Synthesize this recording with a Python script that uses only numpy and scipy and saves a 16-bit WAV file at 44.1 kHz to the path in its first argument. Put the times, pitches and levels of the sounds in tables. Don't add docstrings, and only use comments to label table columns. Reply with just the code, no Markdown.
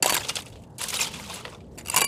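import sys
import numpy as np
from scipy import signal
from scipy.io import wavfile

SR = 44100
rng = np.random.default_rng(int(sys.argv[2]) if len(sys.argv) > 2 else 0)


def file_out(sig):
    cols = np.atleast_2d(sig).T
    lim = np.clip(cols, -1, 1)
    pcm = np.round(lim * 32767).astype(np.int16)
    wavfile.write(sys.argv[1], SR, pcm)


def volts_from_decibels(level):
    exponent = np.asarray(level, float) / 20
    return 10 ** exponent


N = 91551
TIME_S = np.arange(N) / SR
EDGES_HZ = 25 * 2 ** np.arange(0, 9.7, 1 / 2.5)
CENTRES_HZ = np.sqrt(EDGES_HZ[1:] * EDGES_HZ[:-1])


def rms_one(x):
    return x / np.sqrt(np.mean(x ** 2) + 1e-20)


def bandpass(x, order, low_hz, high_hz):
    return signal.sosfilt(signal.butter(order, [low_hz, high_hz], "band", fs=SR, output="sos"), x)


def drift(rate_hz):
    knots = rng.standard_normal(700)
    return np.interp(TIME_S * rate_hz, np.arange(len(knots)), knots) * 1.2


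def grains(per_s, spread_db, smooth):
    sizes = volts_from_decibels(spread_db * np.minimum(rng.exponential(1, N), 5)) * rng.choice([-1, 1], N)
    contacts = rms_one(sizes * (rng.random(N) < per_s / SR))
    return rms_one(contacts + smooth * rng.standard_normal(N))


def with_clicks(touch, rows, click):
    out = touch.copy()
    starts_s = np.array([row[0] for row in rows])
    out[(starts_s * SR).astype(int) + 24] += click
    return out


def bands(x, spectrum):
    hz, db = np.transpose(spectrum)
    below_octaves = np.maximum(np.log2(hz[0] / CENTRES_HZ), 0)
    gain = volts_from_decibels(np.interp(np.log(CENTRES_HZ), np.log(hz), db) - 4 * below_octaves)
    gain = gain * (-1) ** np.arange(len(gain))
    out = np.array([g * bandpass(x, 2, low, high) for low, high, g in zip(EDGES_HZ, EDGES_HZ[1:], gain)])
    return out / np.sqrt(np.mean(out.sum(axis=0) ** 2))


def ring(x, hz, t60):
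    r, w = volts_from_decibels(-60 / (t60 * SR)), 2 * np.pi * hz / SR
    return signal.lfilter([0, np.sin(w)], [1, -2 * r * np.cos(w), r * r], x + 1e-18)


def blow(s, t60, attack_s=.0006):
    start = int(s * SR)
    t = np.arange(min(int(.15 * SR), N - start)) / SR
    decay = volts_from_decibels(-60 * t / np.maximum(t60, .004))
    return slice(start, start + len(t)), (1 - np.exp(-t / attack_s)) * decay


def burst(coloured, s, db, t60, colour_db, attack_s=.0006):
    band_t60 = t60 * (CENTRES_HZ[:, None] / 4000) ** -0.46
    span, shape = blow(s, band_t60, attack_s)
    return span, (volts_from_decibels(db + colour_db[:, None]) * shape * coloured[:, span]).sum(axis=0)


# frequency in Hz, level in dB.
RUMBLE_SPECTRUM = [(15, -50), (25, -23), (88, -3), (231, -5.5), (363, -17.5), (501, -12), (749, -21.5),
                   (8780, -87.5), (15000, -86.5)]


def rumble():
    parts = bands(rng.standard_normal(N), RUMBLE_SPECTRUM)
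    return volts_from_decibels(-45.5) * sum(volts_from_decibels(2.67 * drift(5.5)) * band for band in parts)


# time in seconds, level in dB, brightness in dB per octave.
WEIGHT = [(0, -60.5, -7.5), (.022, -66, -7.5), (.03, -37.5, -0.5), (.18, -29, -2), (0.209, -39, -2),
          (0.398, -36, -1), (0.428, -49, -3), (0.599, -66.5, 0.5), (0.774, -67.5, 0.5), (0.791, -37, -1),
          (1.02, -27.5, 0), (1.101, -43, -1.5), (1.36, -41, -3), (1.52, -49.5, -5), (1.65, -66, -3.5),
          (1.87, -65, 5.5), (1.94, -29, -4), (2.07, -53, 3)]
# frequency in Hz, density in dB per Hz.
GRIT_SPECTRUM = [(260, -25.5), (450, -1), (2130, -10.5), (2580, -0.5), (6570, -4), (7070, -0.5),
                 (11000, -6), (15500, -15)]


def grit():
    s, db, lean = np.transpose(WEIGHT)
    db, lean = np.interp(TIME_S, s, db), np.interp(TIME_S, s, lean)
    taps, chip = grains(2500, 3.42, 0.022), rng.integers(0, 30, N)
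    chips = np.zeros(N)
    for k, hz in enumerate(np.geomspace(900, 14000, 30)):
        chips += ring(taps * (chip == k), hz, 45 / hz) * (hz / 4000) ** .5
    sand = grains(6000, 3, .8) + rms_one(chips)
    clump = .5 * drift(50) + drift(95)
    fine = np.zeros(N)
    for hz, band in zip(CENTRES_HZ, bands(sand, GRIT_SPECTRUM)):
        fine += volts_from_decibels(2.9 * clump + 1.85 * drift(150.0) + lean * np.log2(hz / 4000)) * band
    return volts_from_decibels(db) * rms_one(fine)


# frequency in Hz, level in dB.
PRESSED_MODES = [(2750, -2), (3800, -7), (4680, -4), (5750, -7), (7150, -3), (7900, -4), (10400, -6),
                 (11600, -8)]


def pressed(kicks):
    return volts_from_decibels(-24) * sum(volts_from_decibels(db) * ring(kick, hz, .023) for kick, (hz, db) in zip(kicks, PRESSED_MODES))


# start in seconds, peak in dB, t60 in seconds,
# thud in dB, damped blade in dB.
FIRST_RATTLE = [(0.0252, -5.5, 0.046, -14, -2), (0.0431, -18, 0.068, -8.5, -17),
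                (0.059, -7, 0.038, -8.5, 0.5), (0.0755, -13.5, 0.028, -14, -12),
                (0.0788, -20, 0.019, -7.5, -23), (0.0950, -9.5, 0.034, -20, 1.5),
                (0.1015, -13, 0.061, -11, -20), (0.1236, -8.5, 0.022, -6.5, -11),
                (0.1325, -18, 0.049, -20, -14), (0.1428, -11, 0.049, -12.5, -22),
                (0.1508, -13.5, 0.016, -32, 2), (0.1653, -13.5, 0.043, -18, -10),
                (0.1776, -23, 0.0063, -21, -4)]
SECOND_RATTLE = [(1.776, -35.5, 0.097, -13, -4), (1.783, -32.5, 0.098, -16, -4), (1.808, -45, 0.06, -6, 2),
                 (1.85, -42, 0.023, -33, 7), (1.859, -26, 0.029, -37, -4.5), (1.8717, -22.5, 0.011, -37, 0),
                 (1.879, -26.5, 0.012, -37, -22), (1.8836, -17, 0.031, -44, -18),
                 (1.8992, -10, 0.018, -24, -14), (1.914, -29, 0.11, -37, -12),
                 (1.9431, -15.5, 0.046, -8.5, -14), (1.9618, -8, 0.037, -17, -10),
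                 (1.9661, -8.5, 0.033, -18, -13), (1.975, -10, 0.045, -11.5, -1),
                 (1.982, -11.5, 0.033, -8.5, -12), (1.9871, -20, 0.035, -22, -15),
                 (1.996, -18.5, 0.024, -26, -2), (2.006, -14.5, 0.049, -10, 5),
                 (2.0156, -2, 0.024, -41, -21), (2.020, -11, 0.013, -5, 3), (2.0416, -10, 0.015, -6, -7),
                 (2.0454, -14, 0.02, -29, -4)]
# frequency in Hz, density in dB per Hz.
CRACK_SPECTRUM = [(900, -6), (1500, -4.5), (2100, -4.5), (2800, -2), (5300, -8.5), (7300, 2), (13000, -1.5),
                  (15500, -16.5)]
# frequency in Hz, level in dB, t60 in seconds.
STONE_MODES = [(630, -24, .035), (760, -23, .03), (980, -23, .03)]
# frequency in Hz, level in dB, t60 in seconds.
FREE_MODES = [(1110, -3, .1), (1610, -14, .1), (2328, -2.5, .15), (2745, -3, .04), (2880, -4, .11),
              (4670, -12, .25), (7120, -8, .045), (10420, -4, .05), (12550, -10, .03)]
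# start in seconds, kick in dB, treble lean in dB per octave.
FREE_BOUNCES = [
    (0.074, -46, -18),
    (0.096, -33, -9),
    (1.966, -19, 1.5),
    (2.019, -18, 0),
    (2.046, -26.5, 8),
]


def trowel():
    rows, out = FIRST_RATTLE + SECOND_RATTLE, np.zeros(N)
    touch = with_clicks(grains(5000, 3.0, .6), rows, 5.0)
    crack = bands(touch, CRACK_SPECTRUM)
    thud = rms_one(bandpass(touch, 3, 445, 1425))
    chance = rng.standard_normal((len(rows), 40))
    damped, free = np.zeros((len(PRESSED_MODES), N)), np.zeros((len(FREE_MODES), N))
    for (s, db, t60, thud_db, blade_db), luck in zip(rows, chance):
        span, sound = burst(crack, s, db - 7.5, t60, 4.6 * luck[:len(CENTRES_HZ)])
        thump = volts_from_decibels(db + thud_db - 7.5) * blow(s, t60 * 0.29)[1] * thud[span]
        stone = sum(volts_from_decibels(level_db) * ring(thump, hz, t) for hz, level_db, t in STONE_MODES)
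        out[span] += sound + 3.7 * thump + stone
        kick_db = db + blade_db + 4 * luck[-len(PRESSED_MODES):, None]
        damped[:, span] += volts_from_decibels(kick_db) * blow(s, .5 * t60)[1] * touch[span]
    for s, db, lean in FREE_BOUNCES:
        for k, (hz, _, _) in enumerate(FREE_MODES):
            free[k, int(s * SR)] = (-1) ** k * volts_from_decibels(db + lean * np.log2(hz / 3000))
    ringing = sum(volts_from_decibels(db - 1.5) * ring(kick, hz, t60) for kick, (hz, db, t60) in zip(free, FREE_MODES))
    return out + pressed(damped) + ringing


# time in seconds, pitch in Hz, level in dB, t60 in seconds.
SINGING_CHIPS = [(0.0266, 7460, -12, 0.0094), (0.0255, 4530, -17, 0.027), (0.0399, 6060, -28, 0.012),
                 (0.0455, 4450, -30, 0.016), (0.0599, 7570, -17, 0.01), (0.0629, 11400, -38, 0.01),
                 (0.0803, 1042, -19.5, 0.031), (0.097, 4550, -26, 0.077), (0.1247, 4520, -22, 0.027),
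                 (0.1344, 3250, -18, 0.014), (0.1367, 3820, -18.5, 0.02), (0.142, 12880, -20, 0.013),
                 (0.1543, 1610, -14, 0.0098), (0.1666, 7620, -17, 0.023), (0.168, 970, -15, 0.015),
                 (0.1706, 4570, -29.5, 0.036), (0.2325, 3330, -27, 0.012), (0.2972, 2846, -25, 0.05),
                 (0.943, 13300, -39, 0.012), (0.9548, 5970, -24, 0.014), (0.9708, 3820, -17.5, 0.013),
                 (0.9718, 10380, -18, 0.013), (1.0083, 2470, -20, 0.039), (1.0097, 5600, -16, 0.014),
                 (1.0107, 7220, -13.5, 0.015), (1.0633, 3170, -30, 0.037), (1.7872, 7220, -29, 0.015),
                 (1.862, 2570, -37, 0.012), (1.8848, 2790, -20, 0.014), (1.9003, 2730, -19.5, 0.013),
                 (1.8997, 4750, -21, 0.013), (1.8992, 8300, -17.5, 0.009), (1.9426, 992, -14.5, 0.021),
                 (1.9434, 7410, -16, 0.012), (1.9627, 1030, -26.5, 0.081), (1.964, 5220, -15.5, 0.013),
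                 (1.963, 10340, -17, 0.06), (1.967, 6940, -15.5, 0.014), (1.9716, 2730, -18, 0.007),
                 (1.986, 9200, -20, 0.015)]


def pings():
    out = np.zeros(N)
    for s, hz, db, t60 in SINGING_CHIPS:
        span, shape = blow(s - .0015, 1.75 * t60, attack_s=0.00099)
        out[span] += volts_from_decibels(db - 0.5) * shape * np.sin(2 * np.pi * hz * np.arange(len(shape)) / SR)
    return out


# start in seconds, peak in dB, pitch in Hz, t60 in seconds.
PEBBLE_KNOCKS = [(0.2327, -23.5, 3360, 0.16), (0.2465, -14.5, 3150, 0.041), (0.2855, -15.5, 6270, 0.1),
                 (0.291, -14, 5000, 0.044), (0.2953, -9.5, 2810, 0.02), (0.355, -8.5, 7760, 0.047),
                 (0.363, -23, 5250, 0.073), (0.3672, -10.5, 3270, 0.033), (0.3898, -26, 2930, 0.074),
                 (0.4204, -26, 9550, 0.041), (0.459, -30, 9700, 0.038), (0.4654, -30.5, 2630, 0.079),
                 (0.4774, -44, 2800, 0.025), (0.5005, -32, 10600, 0.03), (0.524, -40.5, 3400, 0.23),
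                 (0.5561, -41.5, 3130, 0.11), (0.62, -50, 9680, 0.079), (0.6355, -37.5, 2750, 0.051),
                 (0.7818, -24.5, 9780, 0.11), (0.814, -17.5, 9700, 0.15), (0.831, -13, 11600, 0.045),
               (0.8387, -7, 9600, 0.0098), (0.864, -25, 9450, 0.025), (0.884, -10, 10250, 0.08),
               (0.9027, -13, 9200, 0.038), (0.941, -8.5, 3880, 0.029), (0.9527, -16, 5700, 0.069),
               (0.9704, -21, 3820, 0.013), (1.0064, -14, 2570, 0.063), (1.0131, -11, 7500, 0.092),
               (1.0282, -21.5, 5200, 0.13), (1.0438, -20.5, 3470, 0.084), (1.0712, -26.5, 3150, 0.22),
               (1.137, -23.5, 3380, 0.2), (1.157, -36, 3100, 0.081), (1.297, -25, 3740, 0.18),
               (1.3395, -23.5, 10000, 0.28), (1.4535, -24, 1980, 0.062), (1.4994, -28.5, 8600, 0.056),
               (1.5294, -57, 3520, 0.018), (1.5469, -27, 3500, 0.03), (1.6042, -38, 2375, 0.051)]


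def pebbles():
    rows, out = PEBBLE_KNOCKS, np.zeros(N)
    kicks = np.zeros((len(PRESSED_MODES), N))
    touch = with_clicks(grains(4500, 3, .7), rows, 6.4)
    spill = bands(touch, GRIT_SPECTRUM)
    chance = rng.standard_normal((len(rows), len(CENTRES_HZ)))
    load_s, _, load_lean = np.transpose(WEIGHT)
    for (s, db, hz, t60), luck in zip(rows, chance):
        lean_db = np.interp(s, load_s, load_lean) * np.log2(CENTRES_HZ / 4000)
        focus_db = -4.5 * np.abs(np.log2(CENTRES_HZ / hz))
        span, sound = burst(spill, s, db - 9, t60, 2 * luck + lean_db + focus_db, attack_s=.0012)
        kick_db = db + 2.5 * luck[:len(PRESSED_MODES), None]
        kicks[:, span] += volts_from_decibels(kick_db) * blow(s, .5 * t60)[1] * touch[span]
        knock = blow(s, 0.14 * t60)[1] * touch[span]
        out[span] += sound + volts_from_decibels(db - 21.5) * ring(knock, hz, 78 / hz)
    return out + volts_from_decibels(-23.0) * pressed(kicks)


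# time in seconds, peak in dB.
STONE_SLIPS = [
    (0.557, -35),
    (0.8149, -13.5),
    (1.365, -33),
    (1.4522, -14.5),
    (1.48, -24),
    (1.568, -48.5),
]


def snaps():
    clicks = np.zeros(N)
    for s, db in STONE_SLIPS:
        clicks[int(s * SR)] = -volts_from_decibels(db + 13)
        clicks[int((s + .0013) * SR)] = volts_from_decibels(db + 10)
    return bandpass(clicks, 4, 700, 3700)


# time in seconds, level in dB.
DRAG_LEVEL = [
    (1.914, -94),
    (1.918, -42),
    (1.94, -31),
    (1.951, -30),
    (1.96, -77),
]


def drag():
    scrape = grains(3400, 1.8, 0.17)
    hum = rms_one(ring(scrape, 2740, 0.024)) + 0.55 * rms_one(ring(scrape, 7150, 0.029))
    return volts_from_decibels(np.interp(TIME_S, *np.transpose(DRAG_LEVEL), left=-120, right=-120)) * hum


def scene():
    near = trowel() + pebbles() + snaps() + grit() + pings() + drag()
    near = signal.sosfilt(signal.butter(2, 120, "high", fs=SR, output="sos"), near)
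    return (near + rumble())[None]


def top_cut(x):
    return signal.sosfilt(signal.butter(12, 16970, fs=SR, output="sos"), x)


def record(dry):
    rounded = .95 * np.tanh(dry / .95)
    mix = signal.sosfilt(signal.cheby2(12, 60, 16250, fs=SR, output="sos"), rounded)
    return top_cut(mix)


dry = scene()
out = record(dry)
file_out(out)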